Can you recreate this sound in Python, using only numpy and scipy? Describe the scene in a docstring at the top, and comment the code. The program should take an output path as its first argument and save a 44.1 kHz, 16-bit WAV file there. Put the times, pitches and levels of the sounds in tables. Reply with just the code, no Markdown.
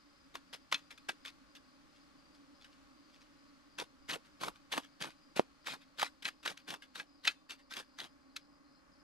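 """A steel shovel chops and scrapes loose sandy soil at a forest edge, about three strokes a second.
Each stroke bites, slows as sand grinds along the blade, and lets go; often soil spills back after it.
Lumps knock and crack, stones clank the steel, bare feet shift in a pause, and one blow lands flat.
Under it lies a bed of air in the trees, faint hum and thin insects, all heard at two close mic ports."""
import sys
import numpy as np
from scipy import signal
from scipy.fft import rfft, irfft, next_fast_len
from scipy.io import wavfile
from scipy.ndimage import uniform_filter1d, map_coordinates

SR = 44100
rng = np.random.default_rng(int(sys.argv[2]) if len(sys.argv) > 2 else 0)


def wav_out(sig):
    """Save sig, one row per channel (or a flat mono array), as 16-bit PCM at SR to the path in sys.argv[1]."""
    wavfile.write(sys.argv[1], SR, np.round(np.clip(np.atleast_2d(sig).T, -1, 1) * 32767).astype(np.int16))


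N = 398207

# Cue levels are set ahead of each layer's own trim.
# fader moves of the forest bed: (time [s], air [dB], hum [dB], leaf hiss [dB])
BED_FADERS = [(0.0, -74.5, -75, -75), (2.36, -73, -71, -73.5), (3.97, -73.5, -73, -75),
              (7.0, -78, -73.5, -79), (9.03, -72.5, -73, -84)]
# tone of the air in the trees and of the leaf hiss: (frequency [Hz], level [dB])
AIR_EQ = [(25, -2.5), (55, 5.5), (100, -5.5), (170, 3), (420, -8.5), (720, -14), (1000, -10), (1300, -1.5),
          (1900, -8), (3500, -18.5), (5500, -17.5), (13000, -32), (15000, -47)]
LEAF_EQ = [(900, -26), (2000, -3.5), (4500, -3.5), (15000, -27.5)]
# noise bands of the hum and of the insects: (centre [Hz], width [Hz], level [dB])
HUM_BANDS = [(279.8, 23.4, -1.5), (564, 53, -16.5), (824, 63, -21), (1114, 72, -15.5)]
INSECT_BANDS = [(4880, 460, -79.5), (4300, 480, -85)]
# puffs of breeze on the ports: (time [s], boost [dB])
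BREEZE_PUFFS = [(4.03, 21), (4.48, 16)]
# the blade going through soil: (time [s], length [s], grit level [dB], earth relative to grit [dB])
STROKE_CUES = [(0.344, 0.026, -55.5, -4.5), (0.53, 0.016, -46.5, -7.5), (0.719, 0.03, -41.5, -10.5),
               (0.907, 0.012, -51.5, -10), (0.977, .004, -60, -21), (1.087, 0.012, -42, -8.5),
               (1.259, 0.029, -48, -36), (1.552, 0.016, -55, -28), (2.645, 0.0067, -55.5, -37),
               (3.785, 0.033, -43, -2), (4.093, 0.059, -41.5, -3), (4.412, 0.071, -45, -1.5),
               (4.721, 0.068, -40.5, -6.5), (5.01, 0.063, -45.5, -4.5), (5.363, 0.031, -41.5, -2.5),
               (5.667, 0.083, -43.5, -11.5), (5.99, 0.08, -40.5, -18.5), (6.224, 0.0053, -47.5, -26),
               (6.25, 0.033, -42.5, -9), (6.43, 0.0039, -54.5, -20), (6.457, 0.059, -43, -9),
               (6.682, 0.065, -46.5, -5.5), (6.822, 0.017, -57, -31), (6.955, 0.06, -48.5, -9.5),
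               (7.248, 0.067, -43.5, -19.5), (7.498, 0.033, -46, -20.5), (7.709, 0.051, -49, -16),
               (7.767, 0.038, -43.5, -8), (7.988, 0.068, -48, -9.5), (8.367, 0.0035, -51.5, -25)]
# loose soil spilling back: (time [s], level [dB])
SPILL_CUES = [(0.78, -62), (4.254, -65), (4.552, -66), (4.833, -59.5), (5.1, -60.5), (5.814, -64.5),
              (6.589, -63), (7.59, -66)]
# tone of grinding sand, breaking earth, a cracking lump and packed ground: (frequency [Hz], level [dB])
GRIT_EQ = [(150, -33.5), (480, -8.5), (760, -8.5), (1500, 3.5), (2300, 0.5), (3600, -0.5), (5000, -7),
           (7200, -16), (12500, -20), (15000, -40)]
EARTH_EQ = [(30, -36), (90, -23), (150, -1), (330, 2.5), (620, -2.5), (1100, 0.5), (2200, -29.5),
            (11000, -20.5), (15000, -39.5)]
CRACK_EQ = [(900, -19), (1350, 0), (2600, 4.5), (3700, 4), (5000, -3.5), (6300, -6.5), (7400, -15.5),
            (10500, -19), (15000, -45)]
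GROUND_EQ = [(30, -28.5), (100, -12.5), (200, -1.5), (400, 2.5), (620, 2), (950, -6.5), (1500, -18),
             (4000, -25), (12000, -57)]
# modes of the steel blade: (frequency [Hz], level [dB], t60 before extra damping [s])
BLADE_MODES = [(1230, -7, .026), (1640, -2, .055), (1990, -7, .055), (2320, -4, .06), (2570, 1.5, .06),
               (3190, -7, .06), (3570, 6, .029), (4080, -4, .06), (4600, -2, .035), (5110, -7, .04),
               (6190, -3, .033)]
# lumps breaking, big clods low and hard bits high: (time [s], level [dB], pitch [Hz])
LUMP_CUES = [(.355, -40, 1190), (.726, -27.5, 1200), (1.094, -38, 800), (1.252, -46, 1900),
             (3.8, -37, 3240), (3.822, -44.5, 480), (4.097, -36.5, 1700), (4.138, -38.5, 3120),
             (4.159, -43, 467), (4.436, -34, 1060), (4.484, -35.5, 950), (4.728, -34.5, 3000),
             (4.737, -36.5, 1060), (4.779, -31, 960), (4.781, -37, 285), (5.024, -34.5, 2340),
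             (5.045, -41, 890), (5.672, -37, 1600), (5.684, -40.5, 800), (5.739, -44, 1250),
             (5.998, -35, 1500), (6.018, -31, 1310), (6.03, -26, 950), (6.287, -38.5, 1800),
             (6.461, -33.5, 1350), (6.479, -34.5, 2450), (6.576, -47.5, 3000), (6.706, -39, 2636),
             (6.741, -41, 1080), (6.958, -46, 1550), (7.253, -36.5, 2000), (7.278, -29, 1500),
             (7.508, -41, 3000), (7.739, -41, 3000), (8.003, -39.5, 3180), (8.3655, -37.5, 3900)]
# the edge meeting a stone: (time [s], crack level [dB], ring level [dB], ring centre [Hz])
STONE_CUES = [(.727, -32.5, -41, 3200), (.745, -30, -33, 3100), (1.0925, -36, -38, 1530),
              (6.255, -32, -36.5, 1970), (6.998, -45, -39.5, 1510), (7.276, -24.5, -23, 3300)]
# bare feet pressing sand: (time [s], level [dB])
FOOT_CUES = [(1.957, -68), (2.35, -66), (2.616, -63), (2.728, -68.5), (3.097, -67.5), (3.141, -65),
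             (3.215, -65.5)]
# reverb off the bank and trees: (frequency [Hz], t60 [s])
CLEARING_DECAY = [(200, .12), (2500, 0.3), (12000, 0.66)]
# phase between the ports: (frequency [Hz], left lead [rad])
LEFT_LEAD = [(300, -1.5), (2100, -1.35), (3600, -.75), (5000, -.1), (15000, 0)]
# balance between the ports: (frequency [Hz], left minus right [dB])
LEFT_BOOST = [(110, 1), (600, -3), (1290, 0), (2380, 1.8), (4400, 3), (8120, 2.5), (13000, -1)]


def amp(db):
    """Decibels to gain."""
    return 10 ** (np.asarray(db) / 20)


def unit(x):
    """x at rms 1."""
    return x / np.sqrt(np.mean(x ** 2) + 1e-20)


def along(points, hz):
    """Read a curve on a log frequency axis."""
    freqs, values = np.transpose(points)
    return np.interp(np.log(hz + 1), np.log(freqs + 1), values)


def wobble(rate):
    """A smooth random LFO, rate knots a second."""
    knots = rng.standard_normal(int(N * rate / SR) + 4)
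    return map_coordinates(knots, [np.arange(N) * rate / SR])


def filtered(x, response):
    """x through a complex frequency response."""
    size = next_fast_len(N + SR // 2)
    return irfft(rfft(x, size) * response(np.fft.rfftfreq(size, 1 / SR)), size)[..., :N]


def coloured(x, eq):
    """x through an EQ curve, at rms 1."""
    return unit(filtered(x, lambda hz: amp(along(eq, hz))))


def patchy(x, depth_db, size=512):
    """A restless EQ: random patches a few hundred Hz wide and a few hundredths of a second long."""
    spectra = signal.stft(x, nperseg=size)[2]
    patches = uniform_filter1d(rng.standard_normal(spectra.shape[-2:]), size=3, axis=0)
    patches = unit(uniform_filter1d(patches, size=6, axis=1))
    return unit(signal.istft(spectra * amp(depth_db * patches), nperseg=size)[1][..., :N])


def impulse(eq, size=4096):
    """A minimum-phase click of energy 1 with this tone."""
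    cepstrum = irfft(np.log(amp(along(eq, np.fft.rfftfreq(size, 1 / SR)))))
    click = irfft(np.exp(rfft(2 * cepstrum[:size // 2], size)))
    return click / np.linalg.norm(click)


def add(track, s, sound):
    """Mix a sound into the track at time s."""
    part = track[round(s * SR):][:len(sound)]
    part += sound[:len(part)]


def grains(rate, spread_db):
    """Tiny random impacts of very unequal size, rate a second."""
    hits = rng.random(N) < rate / SR
    return hits * rng.standard_normal(N) * amp(spread_db * rng.standard_normal(N))


def contact(length, rise, fall, sag_db_per_s=0):
    """Envelope of one push: it builds, holds or sags, and lets go (rise and fall in s per 60 dB)."""
    t = np.arange(SR) / SR - rise
    attack_db = 60 * np.minimum(t, 0) / rise
    release_db = 60 * np.maximum(t - length, 0) / fall
    return amp(attack_db - sag_db_per_s * np.clip(t, 0, length) - release_db)


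def wind(air_db, leaves_db, breeze_db, width_db=11.5, puff_s=.079):
    """Air in the trees and leaf hiss swell together, wide in stereo; a breeze rumbles on the ports."""
    def wide_noise(eq):
        return coloured(rng.standard_normal(N) + amp(width_db) * rng.standard_normal((2, N)), eq)
    t = np.arange(N) / SR
    puff_db = sum(db * np.exp(-((t - s) / puff_s) ** 2) for s, db in BREEZE_PUFFS)
    air = amp(air_db) * wide_noise(AIR_EQ) + amp(leaves_db) * wide_noise(LEAF_EQ)
    rumble = coloured(rng.standard_normal((2, N)), [(45, -1.5), (90, -13.5), (250, -52.5), (1000, -86)])
    return amp(.89 * wobble(2.5)) * air + amp(breeze_db + puff_db + 1.8 * wobble(7.2)) * rumble


def hum():
    """A rough drone: noise in four narrow, nearly harmonic bands."""
    bands = lambda f: sum(amp(db) / (1 + ((f - hz) / width) ** 2) for hz, width, db in HUM_BANDS)
    return unit(filtered(rng.standard_normal(N), bands))


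def insects():
    """Two thin, flickering bands chirr in uneven phrases at a nearly steady pitch."""
    chorus = np.zeros(N)
    for hz, width, db in INSECT_BANDS:
        phrase_hz = 2.7 + .6 * wobble(3)
        phrase = np.tanh(2 * np.sin(2 * np.pi * np.cumsum(phrase_hz) / SR) + .7)
        buzz = unit(filtered(rng.standard_normal(N), lambda f: 1 / (1 + (2 * f / width) ** 4)))
        carrier = np.sin(2 * np.pi * np.cumsum(hz + 70 * wobble(8)) / SR)
        chorus += amp(db) * unit(buzz * carrier * amp(4 * phrase + 1.5 * wobble(30)))
    return chorus * amp([[3], [-3]])  # panned left


def forest(air_trim_db, hum_trim_db, breeze_db):
    """The ambience bed: wind and hum ride slow faders while the insects carry on."""
    times, *faders = np.transpose(BED_FADERS)
    air_db, hum_db, leaves_db = (np.interp(np.arange(N) / SR, times, fader) for fader in faders)
    air = wind(air_db + air_trim_db, leaves_db, breeze_db)
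    return air + amp(hum_db + hum_trim_db) * hum() + insects()


def stroke_envelopes(release_s=.082, earth_lag_s=.0016, spill_rise_s=.051):
    """Grit sags as soil brakes the blade; earth breaks once the edge is in and holds up. Spills are grit."""
    grit, earth = np.zeros(N), np.zeros(N)
    for s, length, grit_db, earth_db in STROKE_CUES:
        rise = .0033 + .47 * length  # long pushes build more slowly
        add(grit, s - rise, amp(grit_db) * contact(length, rise, release_s, sag_db_per_s=97))
        crunch = contact(length, rise, release_s, sag_db_per_s=20)
        add(earth, s - rise + earth_lag_s, amp(grit_db + earth_db) * crunch)
    for s, db in SPILL_CUES:
        add(grit, s - spill_rise_s, amp(db) * contact(.011, spill_rise_s, fall=.11))
    return grit, earth


def blade_ring(detune, centre_hz, octaves, damping=1):
    """One ring of the steel, energy 1: modes near the centre speak most; soil shifts and damps them."""
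    t = np.arange(4096) / SR
    ring = np.zeros(len(t))
    for hz, db, t60 in BLADE_MODES:
        decay = amp(db + rng.normal() - 60 * damping * t / t60)
        weight = 1 / (1 + (np.log2(hz / centre_hz) / octaves) ** 2)
        shifted_hz = hz * (1 + detune * rng.normal())
        ring += weight * decay * np.sin(2 * np.pi * (shifted_hz * t + rng.random()))
    ring *= 1 - np.exp(-t / .001)  # soften the attack
    return ring / np.linalg.norm(ring)


def scraping(width_db, pebble_db, steel_db, crunch_db):
    """Sand and pebbles grind on the steel and stir its modes; a deep bite adds crunching earth."""
    grit_gain, earth_gain = stroke_envelopes()
    clumps = lambda: unit(amp(2.3 * wobble(260)))  # soil gives way in small lumps
    grinding = unit(grains(rate=9000, spread_db=3.5))
    pebbles = amp(pebble_db) * coloured(grains(rate=110, spread_db=2), CRACK_EQ)
    # the treble reaches each port by its own paths
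    treble = signal.butter(1, (5000, 10000), "bandpass", fs=SR, output="sos")
    scattered = amp(width_db) * signal.sosfilt(treble, rng.standard_normal((2, N)))
    # the colour shifts as the blade sinks
    sand = clumps() * patchy(coloured(grinding + scattered, GRIT_EQ), depth_db=3)
    grit = grit_gain * (sand + pebbles)
    # each stroke loads the blade differently, so its muffled modes move and other ones lead
    steel = np.zeros((2, N))
    starts = [round(cue[0] * SR) for cue in STROKE_CUES]
    for first, last in zip(starts, starts[1:] + [N]):
        ring = blade_ring(detune=.05, centre_hz=rng.uniform(1200, 4000), octaves=1, damping=3)
        for channel, drive in zip(steel, grit):
            add(channel, first / SR, signal.fftconvolve(drive[first:last], ring))
    earth = clumps() * patchy(coloured(grains(rate=4100, spread_db=4.5), EARTH_EQ), depth_db=3)
    return grit + amp(steel_db) * steel + amp(crunch_db) * earth_gain * earth


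def strikes(crack_db, knock_db, knock_q, bite_s, crush_t60, spray_db, spray_t60):
    """The edge crushes something and sprays crumbs: lumps knock and crack, stones ring the blade."""
    track, crack_click = np.zeros(N), impulse(CRACK_EQ)
    lead_s = .01
    t = np.arange(SR // 10) / SR - lead_s
    before, after = np.minimum(t, 0), np.maximum(t, 0)
    decay = amp(-60 * after / crush_t60) + amp(spray_db - 60 * after / spray_t60)
    force = amp(60 * before / bite_s) * decay
    burst = lambda: force * rng.standard_normal(len(t))
    crack = lambda: signal.fftconvolve(burst(), crack_click)
    at_level = lambda x, db: np.sqrt(.008 * SR) * amp(db) * x / np.linalg.norm(x)  # energy of 8 ms at db
    for s, db, hz in LUMP_CUES:
        brittle = np.arctan(hz / 1930)  # crossfade: higher lumps crack more and knock less
        knock = signal.lfilter(*signal.iirpeak(hz, knock_q, fs=SR), burst())
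        add(track, s - lead_s, np.cos(brittle) * at_level(knock, db + knock_db))
        add(track, s - lead_s, np.sin(brittle) * at_level(crack(), db + crack_db))
    for s, db, ring_db, hz in STONE_CUES:
        add(track, s - lead_s, at_level(crack(), db + crack_db))
        add(track, s, at_level(blade_ring(detune=.006, centre_hz=hz, octaves=.5), ring_db))
    return track


def shuffling(rise_s=.04, trickle_db=-11.5, trickle_t60=.5):
    """Bare soles press loose sand: soft crunches, each with its own colour, that trickle out."""
    gain, t = np.zeros(N), np.arange(SR // 2) / SR
    for s, db in FOOT_CUES:
        add(gain, s - rise_s, amp(db) * contact(.007, rise_s, fall=.068))
        add(gain, s, amp(db + trickle_db - 60 * t / trickle_t60))
    crackle = patchy(grains(rate=1500, spread_db=3), depth_db=4)
    return gain * coloured(crackle, [(600, -10), (2200, 7), (4800, 4), (7000, -6), (14000, -24)])


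def thud(at_s, peak_db, crumble_db, crumble_t60):
    """The flat of the blade lands on packed earth: one dull hit, then settling crumbs."""
    track, t = np.zeros(N), np.arange(SR // 10) / SR
    force = amp(crumble_db - 60 * t / crumble_t60) * rng.standard_normal(len(t))
    force[0] += 1  # the blow itself
    hit = signal.fftconvolve(force, impulse(GROUND_EQ))
    add(track, at_s, amp(peak_db) * hit / np.abs(hit).max())
    return track


def clearing(x, wet_db):
    """The bank and the trees add a faint short tail, different at each port."""
    hz, t, spectra = signal.stft(rng.standard_normal((2, SR // 2)), SR, nperseg=256)
    decay = amp(-60 * t / along(CLEARING_DECAY, hz)[:, None])
    tail = signal.istft(spectra * decay, SR, nperseg=256)[1]
    return x + amp(wet_db) * signal.fftconvolve(x, tail / np.linalg.norm(tail[0]), axes=1)[:, :N]


def scene():
    """Shovel and feet up front in the clearing, over the forest bed."""
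    foley = strikes(crack_db=-3, knock_db=-.5, knock_q=3.2, bite_s=.013, crush_t60=.018,
                    spray_db=-19.5, spray_t60=.11)
    foley = foley + scraping(width_db=3, pebble_db=-9, steel_db=-17, crunch_db=1)
    foley += thud(at_s=5.3955, peak_db=-10, crumble_db=-30.5, crumble_t60=.037)
    foley += shuffling()
    return clearing(foley, wet_db=-28.5) + forest(air_trim_db=5, hum_trim_db=6.5, breeze_db=-83.5)


def record(dry):
    """Two close mic ports, offset in level and phase, with a hard high cut at 15 kHz."""
    side = np.array([[.5], [-.5]])
    ports = lambda hz: amp(side * along(LEFT_BOOST, hz)) * np.exp(1j * side * along(LEFT_LEAD, hz))
    return filtered(dry, lambda hz: ports(hz) * (hz < 15000))


dry = scene()
out = record(dry)
wav_out(out)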